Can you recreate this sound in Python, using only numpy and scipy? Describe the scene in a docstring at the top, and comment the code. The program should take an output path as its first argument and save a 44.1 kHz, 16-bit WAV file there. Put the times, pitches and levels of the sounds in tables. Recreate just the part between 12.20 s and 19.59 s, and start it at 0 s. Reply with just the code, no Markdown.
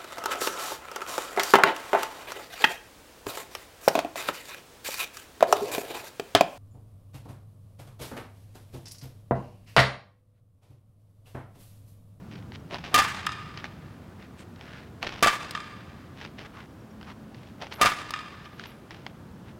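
"""Three hard bat hits crack out over a dirt softball field, each so loud that it overloads the microphone.
The barrel rings briefly; backstop, bleachers and far houses throw the crack back as filtered, delayed copies.
Around the swings cleats grind the dirt: random grains, scraping noise and sharp stud clicks.
Behind lie a low suburban rumble of shaped noise, a wavering engine tone, faint falling bird whistles
and thin, high pings of narrow noise."""
import sys
import numpy as np
from scipy import signal
from scipy.fft import rfft, irfft
from scipy.io import wavfile

SR = 44100
rng = np.random.default_rng(int(sys.argv[2]) if len(sys.argv) > 2 else 0)


def dump_mix(stems):
    """Bounce the given channels to the path in sys.argv[1] as a 16-bit WAV at rate SR."""
    frames = np.atleast_2d(stems).T  # one column per channel
    limited = np.clip(frames, -1, 1)  # hard clip at full scale
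    pcm = np.round(limited * 32767).astype(np.int16)
    wavfile.write(sys.argv[1], SR, pcm)


N = 325899  # length of the scene in samples

# Bat meets ball: t/s, barrel ring level/dB, crack level/dB, ball thud level/dB, swish level/dB,
# barrel pitch factor, far echo level/dB
SWINGS = [(0.7424, 14, 6.5, -4.5, -34, 1, 0), (3.0259, 12, 4, 6.5, -50, 0.98, -2),
          (5.6131, 12, 4, 0.5, -30.5, 1.0, -1.5)]

TOUCH_S = 0.02  # the studs brush the dirt this long before a shoe comes down


def undb(db):
    """Turn decibels into a gain."""
    return 10 ** (np.asarray(db) / 20)


def unit(x):
    """Scale to an rms (average strength) of 1."""
    return x / np.sqrt(np.mean(x ** 2))


def add(out, s, x):
    """Mix x into out from time s (seconds) on."""
    i = max(int(round(s * SR)), 0)
    out[i:i + len(x)] += x[:max(len(out) - i, 0)]


def clock(length):
    """Give the sample times of a stretch, in seconds."""
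    return np.arange(int(length * SR)) / SR


def fade(t, t60):
    """Die away smoothly, 60 dB down after t60 seconds."""
    return np.exp(-np.log(1000) * t / t60)


def spectrum_gain(points, count):
    """Read a gain for each frequency of count samples from a table of f/Hz, level/dB."""
    hz, db = np.transpose(points)
    f = np.maximum(np.fft.rfftfreq(count, 1 / SR), 1)
    return undb(np.interp(np.log(f), np.log(hz), db))


def colour(x, points):
    """Filter by a spectrum table, keeping the power of white noise."""
    return irfft(rfft(x) * unit(spectrum_gain(points, len(x))), len(x))


def lowpass(x, hz):
    """Take away treble gently above hz."""
    return signal.sosfilt(signal.butter(1, min(hz, SR * 0.45), fs=SR, output="sos"), x)


def band_noise(count, hz, width_hz):
    """Make noise with one resonance: strongest at hz, weaker on both sides, rms 1."""
    f = np.maximum(np.fft.rfftfreq(count, 1 / SR), 1)
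    off_centre = (f / hz - hz / f) * hz / width_hz
    return unit(irfft(rfft(rng.standard_normal(count)) / (1 + off_centre ** 2), count))


def snap(points, size=1024):
    """Make the most compact click with this spectrum that starts at once (minimum phase), energy 1."""
    # Folding the cepstrum (spectrum of the log spectrum) forward packs the energy at the start.
    cepstrum = irfft(np.log(spectrum_gain(points, size)))
    cepstrum[1:size // 2] *= 2
    cepstrum[size // 2 + 1:] = 0
    click = irfft(np.exp(rfft(cepstrum)))
    return click / np.linalg.norm(click)


def burst(t, points, t60):
    """Make a dying spray of clicks with the given colour, rms 1 at its start."""
    spray = rng.standard_normal(len(t)) * fade(t, t60)
    return signal.fftconvolve(spray, snap(points))[:len(t)]


def wander(t, rate):
    """Join random values by straight lines, rate values a second."""
    knots = np.arange(0, t[-1] + 1 / rate, 1 / rate)
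    return np.interp(t, knots, rng.standard_normal(len(knots)))


def patches(t, patchy_db=3.0, rate=170):
    """Make an uneven level, because outdoor scatter arrives in clumps from posts, walls and trees."""
    return unit(undb(patchy_db * wander(t, rate)))


def scatter(early_t60=0.28, build_s=0.065):
    """Diffuse echo of the field: a quick wash from the fences, a long one from trees and houses."""
    # Strength by pitch: f/Hz, early level/dB, late level/dB, late t60/s
    echo_bands = [(125, -26, -27, 1.6), (300, -10.5, -21, 1.3), (670, -18, -21.5, 1.42),
                  (1190, -5, -25.5, 2.2), (2270, -3, -25.5, 2.2), (4230, -6, -24.5, 2),
                  (8050, -13, -16, 0.61), (14000, -1, -24, 0.67)]
    hz, early_db, late_db, late_t60 = np.transpose(echo_bands)
    t = clock(3.1)
    log_f = np.log(np.maximum(np.fft.rfftfreq(len(t), 1 / SR), 1))
    noise = rfft(rng.standard_normal(len(t)))
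    out = 0
    # Each share picks one band, which overlaps its neighbours.
    for k, share in enumerate(np.eye(len(hz))):
        band = irfft(noise * np.interp(log_f, np.log(hz), share), len(t))
        early = undb(early_db[k]) * fade(t, early_t60) / np.sqrt(early_t60)
        late = undb(late_db[k]) * fade(t, late_t60[k])
        out = out + band * (early + late)
    build_up = 1 - np.exp(-t / build_s)
    return out * patches(t) * build_up * np.sqrt(np.log(1000) / SR)


def town(waver_db=0.5, bass_low_hz=60, bass_high_hz=230, drone_waver_db=6.0, drone_drift=0.00716):
    """Distant traffic, its bass swelling and wavering, with one engine droning by, under a smooth hiss."""
    # Colour of the town's noise: f/Hz, level/dB per Hz
    town_colour = [(15, -48), (25, -30), (50, -12.5), (88, -4.5), (210, -6.5), (320, -10), (450, -15.5),
                   (850, -20), (1500, -24), (2000, -30.5), (4000, -37), (5600, -40.5), (8000, -44),
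                   (15000, -47)]
    # Far traffic swelling: t/s, bass level/dB
    traffic_bass = [(0.0, -44.5), (0.95, -44.5), (2.36, -49.5), (3.0, -47.5), (3.38, -48), (4.16, -48.5),
                    (6.65, -51), (7.14, -46), (7.39, -47.5)]
    town_db = -47.5  # the whole noise, before its bass is replaced
    drone_hz, drone_db = 215, -50  # centre pitch and level, around which the engine wavers
    drone_peak_s, drone_swell_s = 5.0, 0.55
    t = np.arange(N) / SR
    air = undb(town_db) * unit(colour(rng.standard_normal(N), town_colour))
    bass_filter = signal.butter(2, [bass_low_hz, bass_high_hz], "band", fs=SR, output="sos")
    bass = signal.sosfiltfilt(bass_filter, air, padtype=None)
    bass_db = np.interp(t, *np.transpose(traffic_bass)) + waver_db * wander(t, 15)
    swell = np.exp(-((t - drone_peak_s) / drone_swell_s) ** 2)
    drone_gain = undb(drone_db + drone_waver_db * wander(t, 13)) * swell
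    pitch = drone_hz * (1 + drone_drift * wander(t, 3))
    drone = drone_gain * np.sin(2 * np.pi * np.cumsum(pitch) / SR)
    return air - bass + undb(bass_db) * unit(bass) + drone


def birds():
    """A small bird's short whistles; every call falls in pitch the same way."""
    # Calls: t/s, level/dB
    calls = [(.39, -66), (4.49, -68), (4.595, -64), (4.7, -64)]
    call_s, start_hz, end_hz = 0.023, 5950, 5360
    out, count = np.zeros(N), len(clock(call_s))
    pitch = np.linspace(start_hz, end_hz, count)
    whistle = np.hanning(count) * np.sin(2 * np.pi * np.cumsum(pitch) / SR)
    for s, db in calls:
        add(out, s, undb(db) * whistle)
    return out


def pings(width_hz=130):
    """Faint, thin rings high in the treble, made of narrow bands of fading noise."""
    # Start of each ping: t/s, level/dB
    ping_starts = [(5.535, -57), (6.336, -70), (6.465, -60)]
    # What they ring with: f/Hz, level/dB, t60/s
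    ping_tones = [(13220, 3, 0.19), (10040, -9, 0.96)]
    out, t = np.zeros(N), clock(0.8)
    for s, db in ping_starts:
        ping = sum(undb(mode_db) * band_noise(len(t), hz, width_hz) * fade(t, t60)
                   for hz, mode_db, t60 in ping_tones)
        add(out, s, undb(db) * ping)
    return out


def crunch(t, scrape_db, scrape_hz, grain_db=4.5, grain_share=0.068, scrape_width=0.41,
           least_width_hz=650):
    """Dirt breaks in tiny grains and the sole scrapes over it, slipping in jerks."""
    # Colour of the breaking dirt: f/Hz, level/dB
    grit_colour = [(300, 3), (800, -2), (1700, 1.5), (3000, 1), (4300, -6.5), (5600, -10), (7500, -26.5),
                   (15000, -39.5)]
    jerk_db, jerks_per_s = 2.6, 200
    chance = rng.random(len(t))
    size = np.minimum(rng.exponential(size=len(t)), 5)
    # grain_share of the samples hold a grain, pushing either way
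    grains = (chance < grain_share) * undb(grain_db * size) * rng.choice([-1, 1], len(t))
    scrape = band_noise(len(t), scrape_hz, least_width_hz + scrape_width * scrape_hz)
    jerks = unit(undb(jerk_db * wander(t, jerks_per_s)))
    return (unit(colour(grains, grit_colour)) + undb(scrape_db) * scrape) * jerks


def stud(click_t60=0.0095, knock_hz=850, knock_t60=0.014):
    """One small stone snaps under a stud and knocks the sole; peak near 1."""
    # Colour of the snap: f/Hz, level/dB
    click_colour = [(250, -9), (850, 3), (1900, 10), (3200, 3.5), (5500, -3), (8000, -30), (15000, -34)]
    knock_db = -9.5  # the sole's knock, under the click's peak
    t = clock(0.03)
    click = burst(t, click_colour, click_t60)
    knock = undb(knock_db) * fade(t, knock_t60) * np.sin(2 * np.pi * knock_hz * t)
    return click / np.abs(click).max() + knock


def footfall(click_db, crunch_db, scrape_db, load_s, settle_s, settle_db=-27):
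    """The studs brush the dirt, one bites; the crunch rises with the weight and dies as the shoe settles."""
    touch_db = -10  # the first brush, under the crunch
    scrape_hz = 696  # resonance of a sole coming down
    t = clock(0.53) - TOUCH_S  # zero is when the shoe comes down
    touch = undb(touch_db) * np.minimum(1 + t / TOUCH_S, 1)
    load = np.maximum(touch, np.minimum(t / load_s, 1))
    settle = undb(settle_db * np.maximum(t - load_s, 0) / settle_s)  # falls by settle_db every settle_s
    out = undb(crunch_db) * crunch(t + TOUCH_S, scrape_db, scrape_hz) * load * settle
    add(out, TOUCH_S, undb(click_db) * stud())
    return out


def twist(half_s, scrape_db, scrape_hz, stone_spread_db=4):
    """The crunch swells and fades as the shoe turns; loose stones snap at random moments."""
    stones_per_s = 32  # rounded down to whole stones in each twist
    stone_db = 11.5  # over the crunch, before each stone's random drop of 2 to 10 dB
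    t = clock(2 * half_s)
    out = crunch(t, scrape_db, scrape_hz) * np.hanning(len(t))
    for place, size in rng.random((int(t[-1] * stones_per_s), 2)):
        snap_db = stone_db + stone_spread_db * (2 * size - 2.5)
        add(out, place * t[-1], undb(snap_db) * stud())
    return out


def feet(field_db=-7):
    """The batter strides into each swing, and also steps and twists on the dirt; the field echoes it."""
    # Front foot plants, its heel drops, back foot pivots: time before contact/s
    move_leads = (.198, .158, .102)
    # Sound of those three moves: settling time/s, stud click level over the crunch/dB, sole scrape level/dB
    move_sounds = [(0.069, 12.5, -1), (.09, 5.5, -17), (.2, 6, -6)]
    # One row per swing: plant level/dB, heel drop level/dB, pivot level/dB, extra stud bite/dB, loading time/s
    swing_strides = [(-36, -43.5, -38.5, 5, 0.0064), (-33, -32.5, -37.5, 6, 0.0043),
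                     (-36.5, -52, -44, -5, 0.0062)]
    # Further single footfalls, one of them a heel drop just before the third swing:
    # t/s, stud click level/dB, crunch level/dB, settling time/s
    further_footfalls = [(.3204, -32, -57, .05), (1.3748, -26, -40, 0.059), (1.4425, -19.5, -42, 0.073),
                         (2.411, -31.5, -52, .03), (4.013, -29.5, -45.5, 0.13), (4.0502, -28, -46, 0.055),
                         (4.1863, -31, -43, 0.16), (4.8124, -36, -56, 0.034), (4.8288, -33, -58, 0.046),
                         (5.1457, -37, -52, .08), (5.4688, -28.5, -55, 0.055), (6.2528, -38, -50, .06),
                         (6.3961, -27, -42, 0.042), (6.4383, -29.5, -46.5, 0.16),
                         (6.708, -26.5, -44.5, .18), (6.8649, -24, -47.5, 0.049)]
    # A shoe twisting in place: middle t/s, half length/s, level/dB, sole scrape level/dB, scrape f/Hz
    shoe_twists = [(.152, 0.082, -52, -15, 2500), (0.351, 0.023, -42, -19, 2500),
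                   (0.532, 0.042, -39.5, 1.5, 480), (2.03, 0.053, -56.5, 3, 1830),
                   (2.206, 0.042, -49, -11, 7450), (2.53, 0.21, -50.5, -1, 1560),
                   (4.012, .07, -47.5, -18, 2000), (4.259, .02, -50, 5.5, 1500), (4.391, .09, -53, 5, 1200),
                   (4.887, .06, -50, 2.5, 1000), (5.248, 0.15, -59, -12, 3900),
                   (5.533, 0.017, -44.5, -3.5, 4450), (6.429, .1, -51.5, -7.5, 3200),
                   (7.291, 0.054, -57, -2, 1504)]
    further_load_s, further_scrape_db = 0.004, -7.5  # a further footfall's rise; its scrape under the crunch
    out = np.zeros(N)
    for (contact_s, *_), (*move_db, bite_db, load_s) in zip(SWINGS, swing_strides):
        for lead_s, db, (settle_s, click_db, scrape_db) in zip(move_leads, move_db, move_sounds):
            move = footfall(db + click_db + bite_db, db, scrape_db, load_s, settle_s)
            add(out, contact_s - lead_s - TOUCH_S, move)
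    for s, click_db, crunch_db, settle_s in further_footfalls:
        fall = footfall(click_db, crunch_db, further_scrape_db, further_load_s, settle_s)
        add(out, s - TOUCH_S, fall)
    for s, half_s, db, scrape_db, scrape_hz in shoe_twists:
        add(out, s - half_s, undb(db) * twist(half_s, scrape_db, scrape_hz))
    return out + undb(field_db) * signal.fftconvolve(out, scatter())[:N]


def barrel(t, pitch, damping):
    """One blow makes the bat ring at several pitches at once; more damping shortens the ring."""
    # The bat's ring, before pitch and damping factors: f/Hz, level/dB, t60/s
    bat_tones = [(1207.6, -4.5, 0.042), (1257, -18, 0.036), (1738, -9, 0.028), (2402, -16.5, 0.04),
                 (2717, -13.5, 0.029), (3140, -18, 0.036), (3505, -12.5, 0.016), (3630, -20.5, 0.032),
                 (4900, -8.5, 0.011)]
    return sum(undb(db) * fade(t * damping, t60) * np.sin(2 * np.pi * hz * pitch * t)
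               for hz, db, t60 in bat_tones)


def taps(tick_t60=0.023, damping=2.1):
    """The bat taps the batter's back as the swing ends: a light, bright knock, damped by the body."""
    # Taps: t/s, tick level/dB, ring level/dB
    back_taps = [(1.065, -28, -45), (3.309, -29.5, -35), (5.907, -30.5, -22.5)]
    # Colour of the tick: f/Hz, level/dB
    tick_colour = [(600, -17), (1350, -10), (2200, -1), (3500, 0), (4900, 5), (6500, -8), (9000, -5),
                   (15000, -17)]
    out, t = np.zeros(N), clock(0.06)
    for s, tick_db, ring_db in back_taps:
        tick = undb(tick_db) * burst(t, tick_colour, tick_t60)
        add(out, s, tick + undb(ring_db) * barrel(t, 1.0, damping))
    return out


def hits(wash_db=22, ring_wash_db=-4, far_ring_db=-31.0, far_crack_db=-8, row_t60=0.97, row_low_hz=1100,
         air_hz=8000, ring_edge_hz=3500, thud_hz=680, thud_t60=0.013, swish_s=0.016):
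    """The barrel swishes in; contact cracks, the ball thuds, the bat rings; the field answers."""
    # Colour of the contact crack: f/Hz, level/dB
    crack_colour = [(60, -14), (200, -25), (450, -34.5), (750, -4.5), (1050, -4), (1700, -1.5),
                    (3000, -8.5), (5200, -14), (8000, -16.5), (15000, -34)]
    # Near paths, direct and by backstop and bleachers: delay/s, level/dB, crack t60/s, treble edge f/Hz,
    # ball thud level/dB
    near_paths = [(0, -1, 0.037, 14000, 9.5), (.018, -16, 0.03, 5000, -27),
                  (0.0361, -25.5, 0.033, 9000, 14), (0.0449, -10, 0.043, 3040, -19),
                  (0.055, -19.5, 0.065, 4000, 3), (.076, -30, .035, 3500, -14),
                  (0.106, -33, 0.064, 2800, -27), (.204, -42.5, 0.047, 12000, -19)]
    # Echoes from the houses across the road, same columns; they come back without bass
    house_paths = [(0.3248, -27.5, 0.029, 5500, -30), (0.338, -46, 0.013, 2200, -30),
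                   (.349, -33.5, .02, 2200, -30), (0.377, -40, 0.049, 12000, -30)]
    far_doppler = 1.03  # the moving barrel sends a slightly higher ring toward the far houses
    near, far = np.zeros(N), np.zeros(N)
    t, row = clock(0.15), clock(1)
    for s, ring_db, crack_db, thud_db, swish_db, pitch, far_db in SWINGS:
        ring = undb(ring_db) * barrel(t, pitch, 0.86)
        far_ring = undb(ring_db) * barrel(t, pitch * far_doppler, 0.86)
        thud = undb(thud_db) * fade(t, thud_t60) * np.sin(2 * np.pi * thud_hz * t)
        swish = band_noise(len(t), 730, 1160) * np.exp(-t[::-1] / swish_s)  # grows until contact
        add(near, s - len(t) / SR, undb(swish_db) * swish)
        routes = ((near, near_paths, 1, ring), (far, house_paths, undb(far_db), far_ring))
        for out, paths, gain, tone in routes:
            for delay, db, crack_t60, edge_hz, ball_db in paths:
                # Each uneven surface sprays the crack its own way and returns its own blend of ball and barrel.
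                crack = undb(crack_db) * burst(t, crack_colour, crack_t60)
                blend = lowpass(crack + tone + undb(ball_db) * thud, edge_hz)
                add(out, s + delay, gain * undb(db) * blend)
        # The sharp contact spreads into a smooth wash, the ring into a lingering tone.
        crack_wash = signal.fftconvolve(snap(crack_colour), scatter())
        ring_wash = signal.fftconvolve(lowpass(ring + thud, ring_edge_hz), scatter())
        add(near, s, undb(wash_db + crack_db) * crack_wash)
        add(near, s, undb(ring_wash_db) * ring_wash)
        # The row of houses renews both when its first echo comes back.
        fronts = rng.standard_normal(len(row)) * fade(row, row_t60) * patches(row)
        fronts *= undb(far_db) / np.linalg.norm(fronts)
        far_ring_wash = signal.fftconvolve(lowpass(far_ring, ring_edge_hz), fronts)
        far_crack_wash = signal.fftconvolve(snap(crack_colour), fronts)
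        first_echo_s = s + house_paths[0][0]
        add(far, first_echo_s, undb(far_ring_db) * far_ring_wash)
        add(far, first_echo_s, undb(far_crack_db) * far_crack_wash)
    far = signal.sosfilt(signal.butter(4, row_low_hz, "high", fs=SR, output="sos"), far)
    return near + lowpass(far, air_hz)  # the long way through the air dulls it


def scene():
    """Mix everything that reaches the microphone, as one channel."""
    background = town() + birds() + pings()
    batter = feet() + taps() + hits()
    return (background + batter)[None]


def record(dry, ceiling=0.2, lopsided=0.058, coupling_hz=12):
    """The input stage flattens the cracks, a little unevenly; its coupling drains the offset; the top is cut."""
    top_hz = 16000
    drive = dry / ceiling
    flat = drive / (1 + drive ** 6) ** (1 / 6)  # quiet sound passes, loud sound levels off at 1
    flat = ceiling * (flat + lopsided * flat ** 2)
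    flat = signal.sosfilt(signal.butter(2, coupling_hz, "high", fs=SR, output="sos"), flat)
    return signal.sosfilt(signal.ellip(8, 0.2, 70, top_hz, fs=SR, output="sos"), flat)


dry = scene()
out = record(dry)
dump_mix(out)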